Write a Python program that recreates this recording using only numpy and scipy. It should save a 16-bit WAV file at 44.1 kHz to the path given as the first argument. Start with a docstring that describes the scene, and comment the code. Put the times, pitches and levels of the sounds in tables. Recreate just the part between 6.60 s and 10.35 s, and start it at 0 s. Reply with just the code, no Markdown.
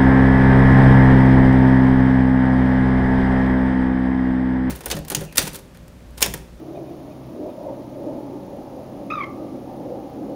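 """On open water, a coot gives one short, hoarse, falling call that echoes off the water and the reed bank. Its
voice is a stack of shaky tones mixed with a rasp of air. Another waterbird chirps faintly far away. Light gusts
make a hollow rumble at the microphone, over a low wavering hum and a thin steady hiss."""
import sys
import numpy as np
from scipy import signal
from scipy.fft import rfft, irfft, next_fast_len
from scipy.io import wavfile
from scipy.ndimage import map_coordinates

SR = 44100
rng = np.random.default_rng(int(sys.argv[2]) if len(sys.argv) > 2 else 0)


def output_pcm(signal):
    """Save a mono or channel-first signal as 16-bit PCM at the path in sys.argv[1].

    Samples are clipped to [-1, 1] before scaling.
    """
    pcm = np.clip(np.atleast_2d(signal).T, -1, 1) * 32767
    wavfile.write(sys.argv[1], SR, np.round(pcm).astype(np.int16))


N = 165375
TOP_HZ = 15780  # nothing higher than this is heard


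def coot():
    """A falling voice of hoarse harmonics (multiples of the pitch), with air let through once a cycle."""
    # The voice's fall. Each row: time in seconds, pitch in Hz.
    pitch = [(2.502, 1195), (2.513, 1285), (2.523, 1205), (2.537, 1281), (2.548, 1261), (2.558, 1199),
             (2.572, 1229), (2.586, 1168), (2.6, 1196), (2.618, 1090), (2.627, 1102), (2.64, 1038),
             (2.649, 1084)]
    # How harmonics 1, 2 and 3 flutter. Each row: time in seconds, level in dB before a small trim.
    first = [(2.503, -32.5), (2.51, -27), (2.516, -39), (2.523, -19.5), (2.533, -35.5), (2.539, -19.5),
             (2.55, -52), (2.556, -21), (2.566, -42), (2.574, -29.5), (2.586, -24), (2.594, -27.5),
             (2.61, -23.5), (2.63, -42), (2.636, -35), (2.646, -43)]
    second = [(2.503, -32.5), (2.513, -27.5), (2.528, -40), (2.538, -40), (2.578, -46), (2.585, -33),
              (2.599, -49), (2.607, -33.5), (2.614, -27), (2.619, -43), (2.626, -27), (2.63, -43),
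              (2.638, -29), (2.646, -29.5)]
    third = [(2.503, -52), (2.521, -59), (2.536, -43.5), (2.549, -64), (2.557, -43), (2.565, -64),
             (2.573, -52), (2.599, -56), (2.608, -60), (2.617, -48), (2.627, -66), (2.642, -46)]
    # The highest harmonics. Each row: harmonic number, dB added to upper_db.
    upper = [(4, -13), (5, -16.5)]
    # How much noise shakes each harmonic, lowest first.
    hoarseness = [.2, .45, .6, .55, .6]
    # The rasp of air. Each row: time in seconds, level in dB.
    rasp_levels = [(2.502, -39), (2.515, -45), (2.545, -53), (2.563, -48), (2.58, -47), (2.598, -45),
                   (2.62, -48), (2.64, -47)]
    # Harsh catches that open and close the call. Each row: time in seconds, level in dB.
    catch_peaks = [(2.503, -47), (2.641, -43)]
    # The tone colours of rasp and catches. Each row: frequency in Hz, relative level in dB.
    rasp_colour = [(500, -40), (1000, 3), (1550, 2), (2200, 11), (3000, -18), (4000, -14), (6000, -20),
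                   (9000, -27)]
    catch_colour = [(700, -28), (1500, 2.5), (2100, 4), (3200, -10), (4100, -7), (5200, -13), (6500, -16),
                    (9000, -37)]
    start_s, end_s, attack_s, release_s, catch_width_s = 2.501, 2.649, .003, .0048, .0055
    jitter, shimmer_db, shakes_per_s, hoarse_per_s = .0162, .4, 260, 300
    t = clock()
    fade = np.clip((t - start_s) / attack_s, 0, 1) * np.clip((end_s - t) / release_s, 0, 1)
    phase = cycles(curves(pitch)[0] * (1 + jitter * wobble(shakes_per_s)))
    upper_db = -43 - 110 * np.maximum(t - start_s, 0)  # the call grows duller as it falls
    levels = [curves(first)[0] - 1, curves(second)[0] - 1.5, curves(third)[0] + .5]
    levels += [upper_db + db for _, db in upper]
    voice = np.zeros(N)
    for k, (db, share) in enumerate(zip(levels, hoarseness), 1):
        # The angle of this random number shakes the phase; its size shakes the level.
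        shake = 1 + share * (wobble(hoarse_per_s) + 1j * wobble(hoarse_per_s))
        harmonic = tone(k * phase + np.angle(shake), db + shimmer_db * wobble(shakes_per_s))
        voice += np.abs(shake) ** .4 * harmonic
    air_pulses = unit(noise(rasp_colour) * (1 + .5 * np.cos(phase)))
    rasp = amp(curves(rasp_levels)[0]) * air_pulses
    catches = sum(amp(db) * np.exp(-.5 * ((t - s) / catch_width_s) ** 2) for s, db in catch_peaks)
    return fade * (voice + rasp + catches * noise(catch_colour))


def far_bird():
    """A distant bird gives short chirps whose pitch arches up and down."""
    # The chirps. Each row: middle in seconds, top pitch in Hz, base level in dB.
    chirps = [(.165, 1246, -54.5), (.284, 1240, -57.5), (.521, 1247, -57), (.65, 1282, -62),
              (.905, 1253, -59), (1.045, 1280, -64), (1.345, 1126, -62), (1.48, 910, -65)]
    # The tones in a chirp. Each row: harmonic number, dB added to the base level.
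    harmonics = [(1, -8), (2, -4), (3, -10)]
    half_length_s, sag = .014, .055  # sag: share of pitch lost that far from the middle
    out = np.zeros(N)
    for middle_s, top_hz, level in chirps:
        away = ((clock() - middle_s) / half_length_s) ** 2
        swell = np.exp(-.5 * away)
        phase = cycles(top_hz * (1 - sag * np.minimum(away, 10)))
        out += swell * sum(tone(round(k) * phase, level + db) for k, db in harmonics)
    return out


def water_and_bank_echoes(sound):
    """The water close by and a far reed bank scatter the sound back; the treble dies first."""
    # The water and the far bank. Each row: delay in seconds, level in dB, treble limit in Hz.
    banks = [(0.011, -12, 4500), (.25, -25.5, 1100)]
    # How long an echo lasts. Each row: frequency in Hz, seconds to fade by 60 dB.
    fade_times = [(500, .6), (1200, .6), (2100, .29), (5000, .2)]
    out = np.zeros(N)
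    for delay_s, level_db, limit_hz in banks:
        bands_hz, t, scatter = signal.stft(rng.standard_normal(SR), SR, nperseg=256)
        fade = amp(-60 * t / along(fade_times, bands_hz)[:, None])
        tail = signal.istft(scatter * fade, SR, nperseg=256)[1]
        delayed_tail = np.pad(tail / np.linalg.norm(tail), (int(delay_s * SR), 0))
        dulled = filtered(sound, lambda hz: 1 / np.hypot(1, (hz / limit_hz) ** 2))
        out += amp(level_db) * signal.fftconvolve(dulled, delayed_tail)[:N]
    return out


def wind():
    """Gusts swell in three hollow resonances over a steady bed of air."""
    # Where the resonances drift. Each row: time in seconds, then low, middle and high centre in Hz.
    centres = [(0, 323.5, 628, 719), (.2, 350, 615, 738), (.65, 279.9, 600, 850), (.85, 320.8, 592.3, 897),
               (1.149, 279.9, 585, 893.3), (1.5, 307.1, 567.5, 855.6), (2.3, 290, 568, 808),
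               (3.3, 290.2, 535, 784.5), (3.75, 284.5, 515, 770)]
    # Their widths in Hz, from low to high.
    widths = [139, 146, 174]
    # The strength of each one. Each row: time in seconds, level in dB before a small trim.
    rumble = [(0.0, -37), (0.65, -42.5), (0.83, -30), (0.99, -42), (1.12, -34.5), (1.3, -39), (1.45, -31.5),
              (1.95, -39), (2.6, -35.5), (3.44, -34.5), (3.5, -42.5), (3.59, -33.5), (3.75, -33.5)]
    gust = [(0.0, -43), (0.09, -49.5), (0.17, -34.5), (0.27, -43.5), (0.71, -48), (0.88, -30.5),
            (0.92, -40.5), (1.07, -30), (1.28, -45.5), (1.5, -30.5), (1.73, -45), (1.93, -37.5),
            (2.1, -44.5), (2.15, -37.5), (2.78, -43), (2.83, -34.5), (3.07, -45), (3.34, -30.5),
            (3.43, -42), (3.75, -32)]
    whistle = [(0.0, -63), (0.29, -56), (0.63, -59), (1.11, -42.5), (1.34, -56.5), (1.46, -44), (3.04, -49),
               (3.08, -41.5), (3.64, -43), (3.75, -46.5)]
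    # The steady air. Each row: frequency in Hz, relative level in dB.
    air_colour = [(20, -18), (40, -4), (62, -6.5), (85, 0), (130, -2), (200, 3), (400, -11.5), (700, -5.5),
                  (1000, -13.5), (1250, -16.5), (1500, -29.5), (2500, -39)]
    air_db, flutter_db = -43, .72
    levels = [curves(rumble)[0] + .5, curves(gust)[0] - .5, curves(whistle)[0] - 1.5]
    gusts = sum(resonance(hz, width) * amp(db + flutter_db * wobble(per_s=12))
                for hz, width, db in zip(curves(centres), widths, levels))
    return gusts + amp(air_db) * noise(air_colour)


def resonance(centre_hz, width_hz):
    """A hollow ring: a narrow band of noise around a moving centre, with the deep bass turned down."""
    narrow = lambda hz: 1 / (1 + (2 * hz / width_hz) ** 2)
    slow_a, slow_b = [filtered(rng.standard_normal(N), narrow) for _ in range(2)]
    phase = cycles(centre_hz)
    ring = slow_a * np.cos(phase) + slow_b * np.sin(phase)
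    bass_cut_hz = centre_hz.mean() / 2
    return unit(filtered(ring, lambda hz: hz ** 2 / np.hypot(hz ** 2, bass_cut_hz ** 2)))


def hum():
    """A low wavering hum with a weak tone an octave below."""
    # The hum's course. Each row: time in seconds, pitch in Hz, level in dB.
    course = [(0, 135, -46), (.2, 138, -42.5), (.5, 130, -48.5), (.68, 131, -40), (.8, 130, -69),
              (1.08, 127, -48.5), (1.17, 127, -44.5), (1.9, 129, -49.5), (2.8, 128, -48),
              (3.75, 129, -47.5)]
    hz, db = curves(course)
    phase = cycles(hz * (1 + .013 * wobble(per_s=18)))
    db = db + .73 * wobble(per_s=12)
    return tone(phase, db) + tone(phase / 2, db - 11.5)


def hiss():
    """A thin steady hiss with a faint regular ticking at the very top."""
    # The hiss's tone colour. Each row: frequency in Hz, relative level in dB.
    colour = [(300, -10), (1500, 11.5), (2500, 10), (4000, 7), (6000, 5), (7200, 4.5), (9000, 0.5),
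              (11000, -0.5), (14000, -8.5), (15500, -7.5)]
    hiss_db, fizz_db = -58, -65.5
    ticks_per_s, decay_s, spread_db = 30, .002, 1.2
    since_tick = clock() % (1 / ticks_per_s)
    ticks = np.exp(-since_tick / decay_s) * amp(spread_db * wobble(ticks_per_s))
    fizz = unit(ticks * noise([(7000, -12), (14000, -6), (TOP_HZ, 0)]))
    return amp(hiss_db) * noise(colour) + amp(fizz_db) * fizz


def amp(db):
    """Turn decibels into a number to multiply by."""
    return 10 ** (np.asarray(db) / 20)


def unit(x):
    """Scale a sound to an average strength (rms) of 1."""
    return x / np.sqrt(np.mean(x ** 2) + 1e-20)


def along(points, hz):
    """Read between (Hz, value) points, with octaves evenly spaced."""
    frequencies, values = np.transpose(points)
    return np.interp(np.log(hz + 1), np.log(frequencies + 1), values)


def clock():
    """The time of every sample in seconds."""
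    return np.arange(N) / SR


def curves(rows):
    """Join the rows with straight lines: one curve for each column after the time."""
    times, *columns = np.transpose(rows)
    return [np.interp(clock(), times, column) for column in columns]


def wobble(per_s):
    """A smooth curve through per_s random values a second."""
    return map_coordinates(rng.standard_normal(N // 8), [clock() * per_s], mode="wrap")


def filtered(x, response):
    """Turn each frequency in x up or down by response(hz)."""
    size = next_fast_len(N + SR // 2)
    return irfft(rfft(x, size) * response(np.fft.rfftfreq(size, 1 / SR)), size)[:N]


def noise(colour):
    """Noise of strength 1, shaped by (Hz, dB) points."""
    return unit(filtered(rng.standard_normal(N), lambda hz: amp(along(colour, hz))))


def cycles(hz):
    """The phase of a changing pitch: how far its wave has turned, in radians."""
    return 2 * np.pi * np.cumsum(hz) / SR


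def tone(phase, db):
    """A pure tone with the given average (rms) level."""
    return np.sqrt(2) * amp(db) * np.sin(phase)


def scene():
    """Birds and their echoes over wind, hum and hiss."""
    birds = coot() + far_bird()
    return (birds + water_and_bank_echoes(birds) + wind() + hum() + hiss())[None]


def record(dry):
    """Cut a deep notch in the treble and remove everything above TOP_HZ."""
    notch_hz, width_hz = 7880, 1020
    notch = lambda hz: np.abs(hz - notch_hz) / np.hypot(hz - notch_hz, width_hz)
    return filtered(dry[0], lambda hz: notch(hz) * (hz < TOP_HZ))[None]


dry = scene()
out = record(dry)
output_pcm(out)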